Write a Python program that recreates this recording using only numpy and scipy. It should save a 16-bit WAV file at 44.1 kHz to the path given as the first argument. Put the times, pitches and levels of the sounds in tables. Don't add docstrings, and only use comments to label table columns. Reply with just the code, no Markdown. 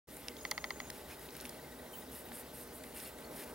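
import sys
import numpy as np
from scipy import signal
from scipy.fft import rfft, irfft, next_fast_len
from scipy.io import wavfile
from scipy.ndimage import uniform_filter1d, map_coordinates

SR = 44100
rng = np.random.default_rng(int(sys.argv[2]) if len(sys.argv) > 2 else 0)


def linear_from_db(decibels):
    return 10 ** (np.asarray(decibels, float) / 20)


def generate_wav(sig):
    pcm = np.round(np.clip(np.atleast_2d(sig).T, -1, 1) * 32767).astype(np.int16)
    wavfile.write(sys.argv[1], SR, pcm)


N = 156114


def unit(x):
    return x / np.sqrt(np.mean(x ** 2) + 1e-20)


def along(points, hz):
    point_hz, value = np.transpose(points)
    return np.interp(np.log(hz + 1), np.log(point_hz + 1), value)


def bumps(peaks, hz):
    return 1 + sum((linear_from_db(db) - 1) / (1 + (2 * (hz - centre) / width) ** 2) for centre, width, db in peaks)


def filtered(x, response):
    m = next_fast_len(N + 8192)
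    return irfft(rfft(x, m) * response(np.fft.rfftfreq(m, 1 / SR)), m)[..., :N]


def wobble(rate):
    knots = rng.standard_normal(int(N * rate / SR) + 4)
    return map_coordinates(knots, [np.arange(N) * rate / SR])


def patchy(depth_db, bins, frames):
    z = signal.stft(rng.standard_normal((2, N)), nperseg=512)[2]
    field = uniform_filter1d(rng.standard_normal(z.shape[1:]), bins, 0)
    field = uniform_filter1d(field, frames, 1)
    return signal.istft(z * linear_from_db(depth_db * unit(field)), nperseg=512)[1][:, :N]


# (pitch_hz, share)
DELAY_SHARE = [(200, 0.74), (1000, .8), (3000, .75), (5500, 0.24), (9000, .3)]


def stereo(pair, gain, sides):
    def responses(hz):
        share = np.clip(along(DELAY_SHARE, hz), 0, 1)
        side = gain(hz) * linear_from_db(along(sides, hz))
        return np.array([gain(hz), side * np.sqrt(1 - share), -1j * side * np.sqrt(share)])
    mid, own, late = filtered(pair[[0, 1, 0]], responses)
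    return unit(np.array([mid + own + late, mid - own - late]))


def add(out, x, s):
    i = round(s * SR)
    out[..., i:i + x.shape[-1]] += x


# (pitch_hz, level_db per Hz)
TOWN = [(18, -48), (30, -19), (50, -8.5), (72, -5.5), (100, -15.5), (153, -8.5), (402, -6), (1470, -18),
        (1600, -19.5), (2080, -63), (3520, -120)]
# (pitch_hz, level_db per Hz)
HISS = [(590, -10.5), (1000, -18), (1590, -9.5), (1960, -2), (2330, -9), (3710, -9), (6400, -14),
        (10000, -10), (16000, -11)]
# (pitch_hz, width_hz, rise_db)
DRONES = [(76, 9.4, 4.5), (139, 14.4, 7), (247, 40, 8), (296, 10.5, 6.5), (394, 34, 3.5), (488, 32, 6.5),
          (611, 31, 8), (859, 107, 5.5), (1240, 22, 4.5), (1526, 21, 8), (1950, 62, -0.5)]
# (time_s, swell_db)
TRAFFIC = [(0, -3), (.3, -0.5), (.75, 0.5), (1.3, -0.5), (2.1, 0), (2.6, -1), (3.1, .5), (3.54, 3)]
# (pitch_hz, side_over_mid_db)
BACKGROUND_SIDES = [(60, -36), (150, -17), (380, -12), (950, -6.5), (2380, -5), (5980, -4), (15000, -14)]


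def town_and_hiss():
    town_db, hiss_db = -52, -55.5

    def layer(pair, colour):
        return stereo(pair, lambda hz: linear_from_db(along(colour, hz)) * bumps(DRONES, hz), BACKGROUND_SIDES)
    town = layer(patchy(1.04, bins=3, frames=12), TOWN)
    hiss = layer(patchy(1.63, bins=10, frames=8), HISS)
    swell_db = np.interp(np.arange(N) / SR, *np.transpose(TRAFFIC))
    town_level = linear_from_db(town_db + swell_db + 0.23 * wobble(3.45))
    hiss_level = linear_from_db(hiss_db + 0.1 * wobble(4.48))
    return town_level * town + hiss_level * hiss


def electrical_tones():
    t = np.arange(N) / SR
    mains_hz, mains_db = 59.3, -64
    scan_hz, scan_db = 15735, -69.5
    mains = linear_from_db(mains_db + wobble(3.5)) * np.sin(2 * np.pi * mains_hz * t)
    scan = linear_from_db(scan_db + 0.7 * wobble(8)) * np.sin(2 * np.pi * scan_hz * t)
    return mains + scan


def zoom_motor():
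    on_s, off_s, ramp_s = 0.368, 0.902, 0.004
    whine_hz, width_hz, level_db = 6640, 70, -64.5
    t = np.arange(N) / SR
    running = np.clip(np.minimum(t - on_s, off_s - t) / ramp_s, 0, 1)
    noise = rng.standard_normal((2, N))
    mid, side = unit(filtered(noise, lambda hz: np.exp(-((hz - whine_hz) / width_hz) ** 2 / 2)))
    return linear_from_db(level_db) * running * np.array([0.9 * mid + 1.2 * side, 1.1 * mid - 1.2 * side])


# (time_s, level_db)
PIPS = [(.99, -60), (1.059, -57), (1.192, -58), (1.257, -60), (1.326, -62), (1.459, -60), (1.593, -57),
        (1.728, -57), (1.794, -57), (1.862, -61), (1.962, -58), (2.026, -57), (2.094, -58), (2.16, -57),
        (2.261, -57), (2.433, -60), (2.59, -61), (3.187, -61)]


def drive_pips():
    pip_hz, pip_s, lead_s = 1916, 0.017, 0.005
    out = np.zeros(N)
    t = np.arange(round(pip_s * SR)) / SR
    swell = np.hanning(len(t))
    for s, db in PIPS:
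        start = s - pip_s / 2
        add(out, linear_from_db(db + 1.0) * swell * np.sin(2 * np.pi * pip_hz * t), start + lead_s / 2)
        add(out, linear_from_db(db - 2.0) * swell * np.sin(4 * np.pi * pip_hz * t), start - lead_s / 2)
    return out


def through_body(make):
    side_db, side_hz, late_share = -5, 4500, 0.38
    mid = make()
    bright = np.gradient(make()) * SR / (2 * np.pi * side_hz) * linear_from_db(side_db)
    side = bright + late_share * signal.hilbert(mid).imag
    return np.array([mid + side, mid - side])


# (time_s, peak_db)
GEARS = [
    (0.451, -32),
    (0.5146, -28.5),
    (0.578, -30),
    (0.6416, -29.5),
    (0.7053, -30.5),
    (0.8014, -34.5),
]
# (pitch_hz, level_db, fall_by_60_db_s)
HOUSING_MODES = [(607, -18.5, 0.023), (830, -14, 0.02), (1026, -13.5, 0.015), (1270, -11.5, 0.011),
                 (2030, 0.5, 0.0091), (2730, -16.5, .007), (3220, -12.5, 0.0084), (3550, -13, 0.01),
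                 (4450, -7.5, 0.0083), (4900, -23, 0.0066), (5280, -16.5, 0.0073), (5700, -13.5, 0.0047),
                 (8500, -25, 0.005)]


def gear_clicks():
    rise_cycles, rebound_s, rebound_db = 3.6, 0.0065, -13.5
    out, t = np.zeros((2, N)), np.arange(2600) / SR

    def ring():
        x = 0.14 * linear_from_db(-60 * t / 0.006) * rng.standard_normal(len(t))
        for hz, db, t60 in HOUSING_MODES:
            decay = linear_from_db(db + rng.normal(0, 0.95) - 60 * t / t60)
            rise = 1 - np.exp(-(t * hz / rise_cycles) ** 2)
            makeup = linear_from_db(60 * rise_cycles / hz / t60)
            x += decay * rise * makeup * np.sin(2 * np.pi * (hz * t + rng.random()))
        return x
    for s, db in GEARS:
        add(out, linear_from_db(db + 4) * through_body(ring), s)
        add(out, linear_from_db(db + 4 + rebound_db) * through_body(ring), s + rebound_s)
    return out


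# (time_s, peak_db, pitch_hz)
TICKS = [(0.168, -42, 9500), (.2835, -32, 4550), (.2837, -34, 2920), (0.2828, -42.5, 8000),
         (.315, -56, 10500), (.368, -41.5, 3600), (.404, -53, 12500), (.433, -44, 11500),
         (.4615, -49, 11500), (.475, -49, 9000), (0.5108, -36, 7000), (0.5115, -45, 13000),
         (0.5129, -24, 4300), (0.5125, -29.5, 9500), (.9012, -37, 2030), (0.9032, -36.5, 4500),
         (0.9013, -36.5, 8750), (1.194, -45, 10000), (1.289, -42.5, 2800), (1.307, -46.5, 5500),
         (.886, -49, 8000), (1.352, -46, 5000), (1.367, -38, 11500), (1.369, -50, 3000),
         (1.402, -40.5, 4500), (1.41, -45, 6500), (1.411, -40, 12000), (1.453, -36.5, 2330),
         (1.4535, -45, 5300), (1.4517, -43, 11000), (1.458, -41, 9000), (1.493, -36.5, 11000),
         (1.4952, -44.5, 5100), (2.131, -44, 11900), (2.287, -48.5, 2850), (2.316, -40.5, 805),
         (2.319, -45, 1400), (2.319, -43.5, 2230), (2.838, -46, 3800), (2.8372, -41, 8500),
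         (2.841, -43.5, 2190), (2.927, -51, 3000), (3.001, -43, 4200), (3.186, -44.5, 9500),
         (3.188, -46, 2020), (3.206, -46, 12000), (3.224, -49, 2830)]


def body_ticks():
    t60_s, relative_width = 0.01, 0.54
    out, t = np.zeros((2, N)), np.arange(2600) / SR
    f = np.fft.rfftfreq(len(t), 1 / SR)
    for s, db, hz in TICKS:
        damping = (f * relative_width * hz) ** 2
        resonance = damping / ((hz * hz - f * f) ** 2 + damping)

        def tick():
            x = irfft(rfft(rng.standard_normal(len(t))) * resonance, len(t))
            x = x * linear_from_db(-60 * t / t60_s)
            return x / np.abs(x).max()
        add(out, linear_from_db(db + 2) * through_body(tick), s)
    return out


# (start_s, length_s, first_pitch_hz, last_pitch_hz, level_db)
SQUEAKS = [(1.931, .018, 3200, 3000, -54), (1.948, .012, 3050, 3000, -60), (1.935, .013, 9300, 8900, -58),
           (1.922, .007, 12600, 13000, -60), (1.93, .007, 13500, 13700, -54),
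           (1.943, .013, 14100, 14300, -61), (1.95, .021, 15700, 15600, -54),
           (1.971, .01, 15600, 15600, -53), (1.98, .017, 15750, 15400, -51),
           (1.996, .008, 15500, 15300, -54), (2.095, .008, 13600, 13000, -59),
           (2.252, .01, 13700, 13900, -58), (2.264, .012, 15400, 15700, -56),
           (2.672, .007, 13600, 14000, -58), (2.676, .006, 15000, 15500, -60),
           (1.118, .018, 2520, 2480, -60), (3.24, .014, 4200, 4500, -60), (3.26, .012, 4200, 4600, -63),
           (.402, .017, 5050, 5050, -63), (.418, .018, 9900, 9900, -64), (.364, .009, 3650, 3600, -57),
           (.383, .009, 3700, 3700, -58), (.29, .014, 2200, 2150, -59), (.312, .014, 2000, 2100, -60),
           (.336, .012, 2100, 2100, -61), (.356, .012, 2050, 2050, -61), (.386, .01, 2200, 2200, -60),
           (1.64, .014, 2150, 2100, -60), (2.976, .012, 2850, 2850, -60), (3.04, .03, 4300, 4450, -62),
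           (3.05, .025, 2800, 2750, -62)]


def squeaks():
    out = np.zeros(N)
    for s, length, hz0, hz1, db in SQUEAKS:
        n = round(length * SR)
        rough = unit(uniform_filter1d(rng.standard_normal(4000), size=90))[:n]
        pitch = np.linspace(hz0, hz1, n) * (1 + 0.008 * rough)
        phase = 2 * np.pi * np.cumsum(pitch) / SR
        level = linear_from_db(db + 4.5 + 1.4 * rough[::-1]) * np.hanning(n) ** 0.41
        add(out, level * np.sin(phase), s)
    return out


# (start_s, length_s, hiss_level_db, pane_scrape_over_hiss_db)
STROKES = [(0.098, 0.13, -57.5, -7), (0.213, 0.12, -63, 0.5), (0.906, 0.13, -59, -0.5),
           (1.081, 0.074, -57, 1.5), (1.196, 0.083, -57.5, -3), (1.308, 0.19, -58.5, 0),
           (1.49, 0.103, -63, -1.5), (1.91, 0.13, -59, -7), (2.107, 0.12, -52, -10),
           (2.317, 0.11, -50.5, -9), (2.528, .12, -52, -9), (2.723, 0.07, -55.5, -26),
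           (2.827, 0.11, -62, -23), (2.936, .17, -50, -5), (3.193, 0.07, -68, -14),
           (3.305, 0.068, -57.5, -3.5), (3.355, 0.099, -52, -3), (3.447, 0.075, -60.5, -1)]
# (pitch_hz, level_db)
PAPER = [(5500, -42), (7000, -11.5), (8500, 1), (11000, 3), (13500, 1.5), (16000, -7)]
# (pitch_hz, level_db)
PANE = [(600, -33), (1500, 1.5), (2500, -0.5), (4200, -3.5), (5500, -6.5), (7000, -14), (9000, -48)]
# (pitch_hz, width_hz, rise_db)
PANE_MODES = [(2120, 900, 2), (2800, 110, 4), (4300, 190, 0.5), (5300, 230, 6.5), (6850, 400, 10.5)]
# (pitch_hz, side_over_mid_db)
PAPER_SIDES = [(60, -27), (150, -16), (380, -11), (950, -20), (2380, -13), (5980, -7), (15000, -23)]


def fibres(colour, peaks):
    per_s, spread_db, top_db, smooth = 3800, 3.5, 13, 0.55
    strength = linear_from_db(np.minimum(spread_db * rng.exponential(size=N), top_db))
    catch = (rng.random(N) < per_s / SR) * strength
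    pair = patchy(1.9, bins=8, frames=4) * (smooth + unit(catch) * (1 - smooth))
    noise = stereo(pair, lambda hz: linear_from_db(along(colour, hz)) * bumps(peaks, hz), PAPER_SIDES)
    return noise * linear_from_db(0.85 * wobble(60))


def rubbing():
    edge, arch_db = 0.16, 3
    t, hiss, scrape = np.arange(N) / SR, np.zeros(N), np.zeros(N)
    for s, length, db, pane_db in STROKES:
        u = (t - s) / length
        ends = np.sin(np.pi / 2 * np.clip(np.minimum(u, 1 - u) / edge, 0, 1))
        shape = ends * linear_from_db(db - arch_db * (2 * u.clip(0, 1) - 1) ** 2)
        hiss += shape
        scrape += shape * linear_from_db(pane_db)
    return hiss * fibres(PAPER, []) + scrape * fibres(PANE, PANE_MODES)


def scene():
    background = town_and_hiss() + electrical_tones()
    camera = zoom_motor() + drive_pips() + gear_clicks() + body_ticks()
    paper_on_glass = squeaks() + rubbing()
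    left_db = 0.15
    return (background + camera + paper_on_glass) * linear_from_db(np.array([[left_db], [-left_db]]))


def band_limit(x):
    return signal.sosfilt(signal.butter(12, 16930, fs=SR, output="sos"), x)


def record(dry):
    start_s, fade_s, top_hz = 0.071, 0.018, 15950
    fade = np.clip((np.arange(N) / SR - start_s) / fade_s, 0, 1)
    mix = filtered(dry, lambda hz: hz < top_hz) * fade
    return band_limit(mix)


dry = scene()
out = record(dry)
generate_wav(out)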